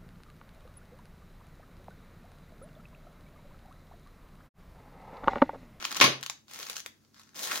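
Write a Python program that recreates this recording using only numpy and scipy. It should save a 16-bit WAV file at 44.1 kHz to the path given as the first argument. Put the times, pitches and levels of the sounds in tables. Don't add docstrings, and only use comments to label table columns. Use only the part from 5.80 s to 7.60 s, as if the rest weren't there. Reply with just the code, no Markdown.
import sys
import numpy as np
from scipy import signal
from scipy.fft import rfft, irfft
from scipy.io import wavfile
from scipy.ndimage import uniform_filter1d

SR = 44100
rng = np.random.default_rng(int(sys.argv[2]) if len(sys.argv) > 2 else 0)


def wav_out(sig):
    wavfile.write(sys.argv[1], SR, np.round(np.clip(np.atleast_2d(sig).T, -1, 1) * 32767).astype(np.int16))


N = 79380

# start in seconds, level in dB before rise and decay, decay time in seconds.
SNAPS = [(.2112, -11, 0.005), (0.213, -8, .003), (0.2217, -12.5, 0.004), (0.2406, -18, 0.0027),
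         (0.2416, -16, 0.0053), (0.261, -25.5, 0.0064), (.33, -35, .003)]
# frequency in Hz, relative level in dB per Hz.
SNAP_COLOUR = [(100, -22), (250, -4.5), (500, -1), (800, -5.5), (1060, 5), (1350, -1), (1750, -2.5),
               (2250, 4), (3300, -0.5), (4400, -2), (6300, -5.5), (7700, -21.5), (10300, -16.5),
               (12000, -24.5), (14500, -20.5), (16000, -27.5)]
SNAP_RISE_S, SNAP_RIPPLE_HZ = 0.0004, 198
SNAP_GRAINS_PER_S, SNAP_SPREAD_DB = 4500, 1.5
# time in seconds, level in dB.
SETTLE = [(.225, -33.5), (.25, -28), (.29, -38.5), (.335, -46.5), (.37, -61.5)]

# frequency in Hz, level in dB before MODES_DB is added, time to fall 60 dB in seconds.
MODES = [(133, -15, .58), (248, -15, .24), (511, -12, .22), (545, -14, .18), (916, -13, .18),
         (1063, 0, .18), (1168, -9, .18), (1353, -13, .2), (2293, -9, .18), (2366, -10, .2),
         (2532, -10, .26), (2862, -12, .25), (3217, -11, .2)]
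MODES_DB, MODE_RISE_S = -19, 0.012
# frequency in Hz, relative level in dB per Hz.
THUMP_COLOUR = [(30, -32.5), (70, -15), (130, 0.5), (300, 1.5), (600, -3.5), (1000, -10.5), (3000, -50)]
THUMP_DB, THUMP_RISE_S, THUMP_T60_S = -21.5, 0.048, 0.33

# start in seconds, body level in dB, crack level in dB, crack centre in Hz, fizz level in dB.
CREASES = [(0.0252, -35, -35, 2400, -56), (0.0422, -37, -32, 4800, -52), (0.0468, -43, -33, 3050, -51),
           (0.051, -29, -23, 2700, -36), (0.109, -42, -36, 4250, -50), (0.1154, -39, -33, 6150, -43),
           (0.1256, -39, -32, 4100, -42), (0.146, -47, -31, 4750, -47), (0.1555, -35, -37, 2200, -51),
           (0.163, -37, -34, 2200, -45), (0.167, -41, -27, 6150, -35), (0.1713, -33, -29, 3450, -44),
           (0.197, -35, -35, 4200, -44), (0.2008, -27, -18, 3650, -46), (0.211, -23, -16, 2300, -26),
           (0.2402, -26, -20, 2500, -28), (0.41, -54, -48, 5450, -53), (0.4283, -37, -32, 3000, -42),
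           (0.4348, -42, -34, 2950, -47), (0.4621, -40, -30, 2900, -42), (0.4976, -35, -27, 6850, -40),
           (0.6814, -55, -53, 3800, -66), (0.7113, -52, -48, 4950, -53), (0.7349, -51, -42, 4800, -45),
           (0.745, -49, -41, 5700, -50), (0.7597, -45, -43, 4300, -52), (0.79, -54, -42, 6050, -45),
           (0.7992, -46, -38, 5450, -47), (0.8286, -44, -34, 4150, -48), (0.8671, -48, -38, 5100, -50),
           (0.8977, -41, -31, 4000, -37), (0.9298, -51, -42, 6200, -52), (0.9564, -52, -39, 5150, -54),
           (0.9601, -48, -39, 5300, -46), (0.9662, -43, -30, 6650, -41), (0.9802, -45, -39, 5150, -47),
           (0.9957, -50, -39, 6050, -49), (1.002, -49, -37, 6000, -47), (1.061, -38, -34, 2200, -42),
           (1.2483, -71, -62, 4700, -77), (1.3439, -61, -54, 5000, -68), (1.3654, -59, -60, 4750, -74),
           (1.3956, -53, -50, 4300, -59), (1.415, -59, -53, 3750, -63), (1.4337, -66, -54, 5750, -64),
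           (1.4907, -60, -58, 6250, -73), (1.5334, -60, -68, 2200, -80), (1.5446, -56, -53, 6400, -63),
           (1.5525, -53, -54, 2200, -59), (1.5922, -45, -35, 6450, -41), (1.6318, -46, -33, 6050, -38),
           (1.6394, -46, -34, 3550, -39), (1.649, -46, -34, 6350, -40), (1.655, -41, -37, 5650, -39),
           (1.6725, -38, -35, 3650, -39), (1.7132, -34, -32, 2200, -41), (1.7172, -26, -32, 2200, -39),
           (1.7572, -36, -29, 3150, -38), (1.7755, -37, -34, 2200, -42)]
CREASE_BODY_DB, CREASE_CRACK_DB, CREASE_FIZZ_DB = -1.5, -1, 1.8
CREASE_RISE_S, CREASE_DECAY_S, CLICK_RIPPLE_HZ = 0.0005, 0.00062, 1502
BODY_HZ, BODY_WIDTH_HZ = 1347, 820
CRACK_HZ, FIZZ_HZ = 2140, 6890
CRACK_WIDTH_HZ, CRACK_RESONANCE = 1300, 0.95

# start in seconds, level in dB before doubling and damping, frequency in Hz.
KNOCKS = [(0.2024, -31.5, 350), (0.2798, -29.5, 480), (0.7976, -49, 493), (0.898, -49.5, 467),
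          (1.0606, -48.5, 458), (1.7575, -50, 500)]
KNOCK_DECAY_S = 0.0025

# time in seconds, level in dB.
GRIP = [(0, -44.5), (.04, -45.5), (.08, -48), (.105, -45.5), (.125, -40.5), (.15, -46.5), (.17, -36.5),
        (.195, -44.5), (.22, -72.5)]
# time in seconds, level in dB.
OPEN = [(.67, -70), (.705, -52), (.74, -49.5), (.81, -44), (.87, -45.5), (.91, -43), (.945, -52),
        (.99, -49.5), (1.02, -67), (1.055, -60), (1.09, -67)]
# time in seconds, level in dB.
HOLD = [(1.1, -81), (1.25, -75.5), (1.32, -80), (1.35, -65.5), (1.395, -56), (1.44, -69), (1.47, -65.5),
        (1.54, -74)]
# time in seconds, level in dB.
REACH = [(1.54, -67), (1.56, -44), (1.585, -41), (1.615, -39), (1.635, -36.5), (1.69, -39), (1.73, -36),
         (1.77, -36), (1.8, -43.5)]
# time in seconds, level in dB.
RUB = [(1.55, -60.5), (1.6, -49), (1.66, -51.5), (1.7, -38.5), (1.725, -36), (1.775, -44.5), (1.8, -46)]
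# frequency in Hz, relative level in dB per Hz.
GRIP_COLOUR = [(50, -27), (150, -7), (280, 0), (700, -9), (1200, 0), (1800, -3), (4200, -7), (6500, -9),
               (7800, -14.5), (15500, -16)]
OPEN_COLOUR = [(50, -18), (200, -4), (500, -0.5), (1300, 1.5), (4000, 1), (6800, 0), (7800, -6),
               (15500, -7)]
HOLD_COLOUR = [(100, -9), (700, -10), (1450, 3), (2800, -8.5), (4800, -0.5), (6600, -7), (7800, -11),
               (15500, -18)]
REACH_COLOUR = [(50, -25.5), (200, -5.5), (600, -1), (1600, -6), (2700, -6.5), (3700, 0), (6700, -1),
                (7700, -6), (15500, -7)]
RUB_COLOUR = [(50, -22), (250, -10), (600, -9), (950, 0.5), (1900, 3.5), (2800, -3.5), (8000, -19)]
GRAINS_PER_S, HOLD_GRAINS_PER_S, SLIDE_GRAINS_PER_S = 1500, 1100, 3200
GRAIN_SPREAD_DB, SLIDE_SPREAD_DB, GRAIN_DECAY_S = 1.5, 1, 0.0005

ROOM_T60_S, ROOM_TREBLE_T60_S, EARLY_T60_S, ROOM_DELAY_S = 0.27, 0.13, 0.031, 0.0022
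EARLY_DB, ROOM_RIPPLE_HZ = 0, 122.1
CREASE_ROOM_DB, SNAP_ROOM_DB, RUSTLE_ROOM_DB = -7.5, -1.5, -10.5

# frequency in Hz, relative level in dB per Hz.
FLOOR_COLOUR = [(25, -25.5), (60, -3.5), (100, -4.5), (280, 0), (450, -12.5), (1000, -19), (3000, -25.5),
                (6500, -21), (8000, -28.5), (15500, -27.5)]
FLOOR_DB = -68
# frequency in Hz, average (rms) level in dB.
HUM = [(96.9, -76.5), (145.3, -80.5), (220.7, -75.5)]

LIKENESS = 0.42
PORT_LAG_S = 0.00005
PAN_DB, FIZZ_PAN_DB = 2.1, 0
LOW_CUT_HZ, TOP_HZ = 45, 15800
PRESENCE_HZ, PRESENCE_Q, PRESENCE_DB = 6455, 9.8, -14


def buckle():
    t = np.arange(N) / SR
    power = 0
    for start, db, decay_s in SNAPS:
        age = np.maximum(t - start, 0)
        envelope = amp(db) * (1 - np.exp(-age / SNAP_RISE_S)) * np.exp(-age / decay_s)
        power = power + envelope ** 2
    swarm = grains(SNAP_GRAINS_PER_S, SNAP_SPREAD_DB)
    bursts = even(swarm * np.sqrt(power), SNAP_RIPPLE_HZ)
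    return colour(bursts, SNAP_COLOUR) * (power > 1e-9)


def boom():
    t = np.maximum(np.arange(N) / SR - SNAPS[0][0], 0)
    ring = 0
    for hz, db, t60 in MODES:
        phase = min(hz / 3000, 1) * rng.random((2, 1))
        ring = ring + amp(db) * np.sin(2 * np.pi * (hz * t + phase)) * fade(t, t60)
    ring = amp(MODES_DB) * ring * (1 - np.exp(-t / MODE_RISE_S))
    noise = pair(rng.standard_normal((3, N)), 0.93)
    thump = colour(noise, THUMP_COLOUR) * fade(t, THUMP_T60_S)
    thump = amp(THUMP_DB) * thump * (1 - np.exp(-t / THUMP_RISE_S))
    return ring + thump


def clicks():
    t = np.arange(2048) / SR
    out = np.zeros((2, N + len(t)))
    shape = (1 - np.exp(-t / CREASE_RISE_S)) ** 2 * np.exp(-t / CREASE_DECAY_S)
    for start, body_db, crack_db, crack_hz, fizz_db in CREASES:
        noise = pair(rng.standard_normal((3, len(t))), LIKENESS)
        burst = even(noise * shape, CLICK_RIPPLE_HZ) * (t < 10 * CREASE_DECAY_S)
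        body = cut(cut(burst, CRACK_HZ, "low"), BODY_HZ / 2, "high")
        body = peak(body, BODY_HZ, BODY_WIDTH_HZ)
        crack = burst + CRACK_RESONANCE * peak(burst, crack_hz, CRACK_WIDTH_HZ)
        crack = cut(cut(crack, CRACK_HZ, "high"), FIZZ_HZ, "low", order=12)
        fizz = cut(cut(burst, FIZZ_HZ, "high", order=4), TOP_HZ, "low", order=4)
        click = amp(body_db + CREASE_BODY_DB) * unit(body)
        click += amp(crack_db + CREASE_CRACK_DB) * unit(crack)
        click += amp(fizz_db + CREASE_FIZZ_DB) * unit(fizz)
        i = int(start * SR)
        out[:, i:i + len(t)] += 10 * click
    return out[:, :N]


def knocks():
    out = 0
    for start, db, hz in KNOCKS:
        t = np.maximum(np.arange(N) / SR - start, 0)
        out = out + 2 * amp(db) * np.sin(2 * np.pi * hz * t) * np.exp(-t / KNOCK_DECAY_S)
    return out


def rustle(curve, points, per_s, spread_db):
    t = np.arange(N) / SR
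    s, db = np.array(curve).T
    outside = np.maximum(s[0] - t, t - s[-1])
    edges = np.clip(1 - outside / 0.004, 0, 1)
    return colour(grains(per_s, spread_db), points) * amp(np.interp(t, s, db)) * edges


def grains(per_s, spread_db):
    size = amp(spread_db * np.minimum(rng.exponential(size=N), 3))
    size = size * (rng.random(N) < per_s / SR)
    power = signal.lfilter([1], [1, -np.exp(-2 / (GRAIN_DECAY_S * SR))], size ** 2)
    return pair(rng.standard_normal((3, N)), LIKENESS) * np.sqrt(power / power.mean())


def room(x):
    t = np.arange(SR // 2) / SR
    late, early = rng.standard_normal((2, 2, len(t))) * (t > ROOM_DELAY_S)
    tail = cut(late, FIZZ_HZ, "low") * fade(t, ROOM_T60_S)
    tail = tail - cut(late, FIZZ_HZ, "high") * fade(t, ROOM_TREBLE_T60_S)
    reflections = amp(EARLY_DB) * unit(early * fade(t, EARLY_T60_S))
    echoes = even(unit(tail) + reflections, ROOM_RIPPLE_HZ)
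    return signal.fftconvolve(x, echoes * (t < 0.4), axes=1)[:, :N]


def background():
    t = np.arange(N) / SR
    hum = 0
    for hz, db in HUM:
        hum = hum + amp(db) * np.sqrt(2) * np.sin(2 * np.pi * (hz * t + rng.random()))
    air = colour(pair(rng.standard_normal((3, N)), 0.53), FLOOR_COLOUR)
    return hum + amp(FLOOR_DB) * air


def amp(db):
    return 10 ** (np.asarray(db) / 20)


def fade(t, t60):
    return np.exp(-np.log(1000) * t / t60)


def unit(x):
    return x / np.sqrt(np.sum(x ** 2, axis=-1, keepdims=True) + 1e-30)


def cut(x, hz, kind, order=2):
    return signal.sosfilt(signal.butter(order, min(hz, SR / 2 - 1), kind, fs=SR, output="sos"), x)


def peak(x, hz, width_hz):
    return signal.lfilter(*signal.iirpeak(hz, hz / width_hz, fs=SR), x)


def colour(x, points):
    hz, db = np.array(points).T
    gain = amp(np.interp(np.log(np.fft.rfftfreq(N, 1 / SR) + 1), np.log(hz), db))
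    return irfft(rfft(x) * gain / np.sqrt(np.mean(gain ** 2)), N)


def even(x, span_hz):
    size = x.shape[-1]
    spectrum = rfft(x)
    span = max(int(span_hz * size / SR), 1)
    power = uniform_filter1d(np.abs(spectrum) ** 2, span, axis=-1)
    levelled = irfft(spectrum / np.sqrt(np.abs(power) + 1e-20), size)
    return unit(levelled) * np.sqrt(np.sum(x ** 2) / len(x))


def pair(noise, likeness):
    c = np.clip(likeness, 0, 1)
    return np.sqrt(c) * noise[0] + np.sqrt(1 - c) * noise[1:]


def scene():
    snap = buckle() + rustle(SETTLE, SNAP_COLOUR, HOLD_GRAINS_PER_S, GRAIN_SPREAD_DB)
    creases = clicks() + knocks()
    film = rustle(GRIP, GRIP_COLOUR, GRAINS_PER_S, GRAIN_SPREAD_DB)
    film += rustle(OPEN, OPEN_COLOUR, GRAINS_PER_S, GRAIN_SPREAD_DB)
    film += rustle(HOLD, HOLD_COLOUR, HOLD_GRAINS_PER_S, GRAIN_SPREAD_DB)
    film += rustle(REACH, REACH_COLOUR, SLIDE_GRAINS_PER_S, SLIDE_SPREAD_DB)
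    film += rustle(RUB, RUB_COLOUR, SLIDE_GRAINS_PER_S, SLIDE_SPREAD_DB)
    left, right = creases + snap + film
    direct = np.array([left, np.roll(right, int(PORT_LAG_S * SR))])
    to_room = amp(CREASE_ROOM_DB) * creases + amp(SNAP_ROOM_DB) * snap + amp(RUSTLE_ROOM_DB) * film
    heard = direct + room(to_room)
    freqs = np.fft.rfftfreq(N, 1 / SR)
    pan_db = np.interp(freqs, [500, 1500, 5500, 8500], [0, PAN_DB, PAN_DB, FIZZ_PAN_DB])
    panned = irfft(rfft(heard) * amp(np.array([pan_db, -pan_db]) / 2), N)
    return panned + boom() + background()


def record(dry):
    presence = amp(PRESENCE_DB) * peak(dry, PRESENCE_HZ, PRESENCE_HZ / PRESENCE_Q)
    x = cut(dry, LOW_CUT_HZ, "high") + presence
    top_cut = signal.ellip(8, 0.2, 70, TOP_HZ, fs=SR, output="sos")
    return signal.sosfilt(top_cut, np.clip(x, -1, 1))


dry = scene()
out = record(dry)
wav_out(out)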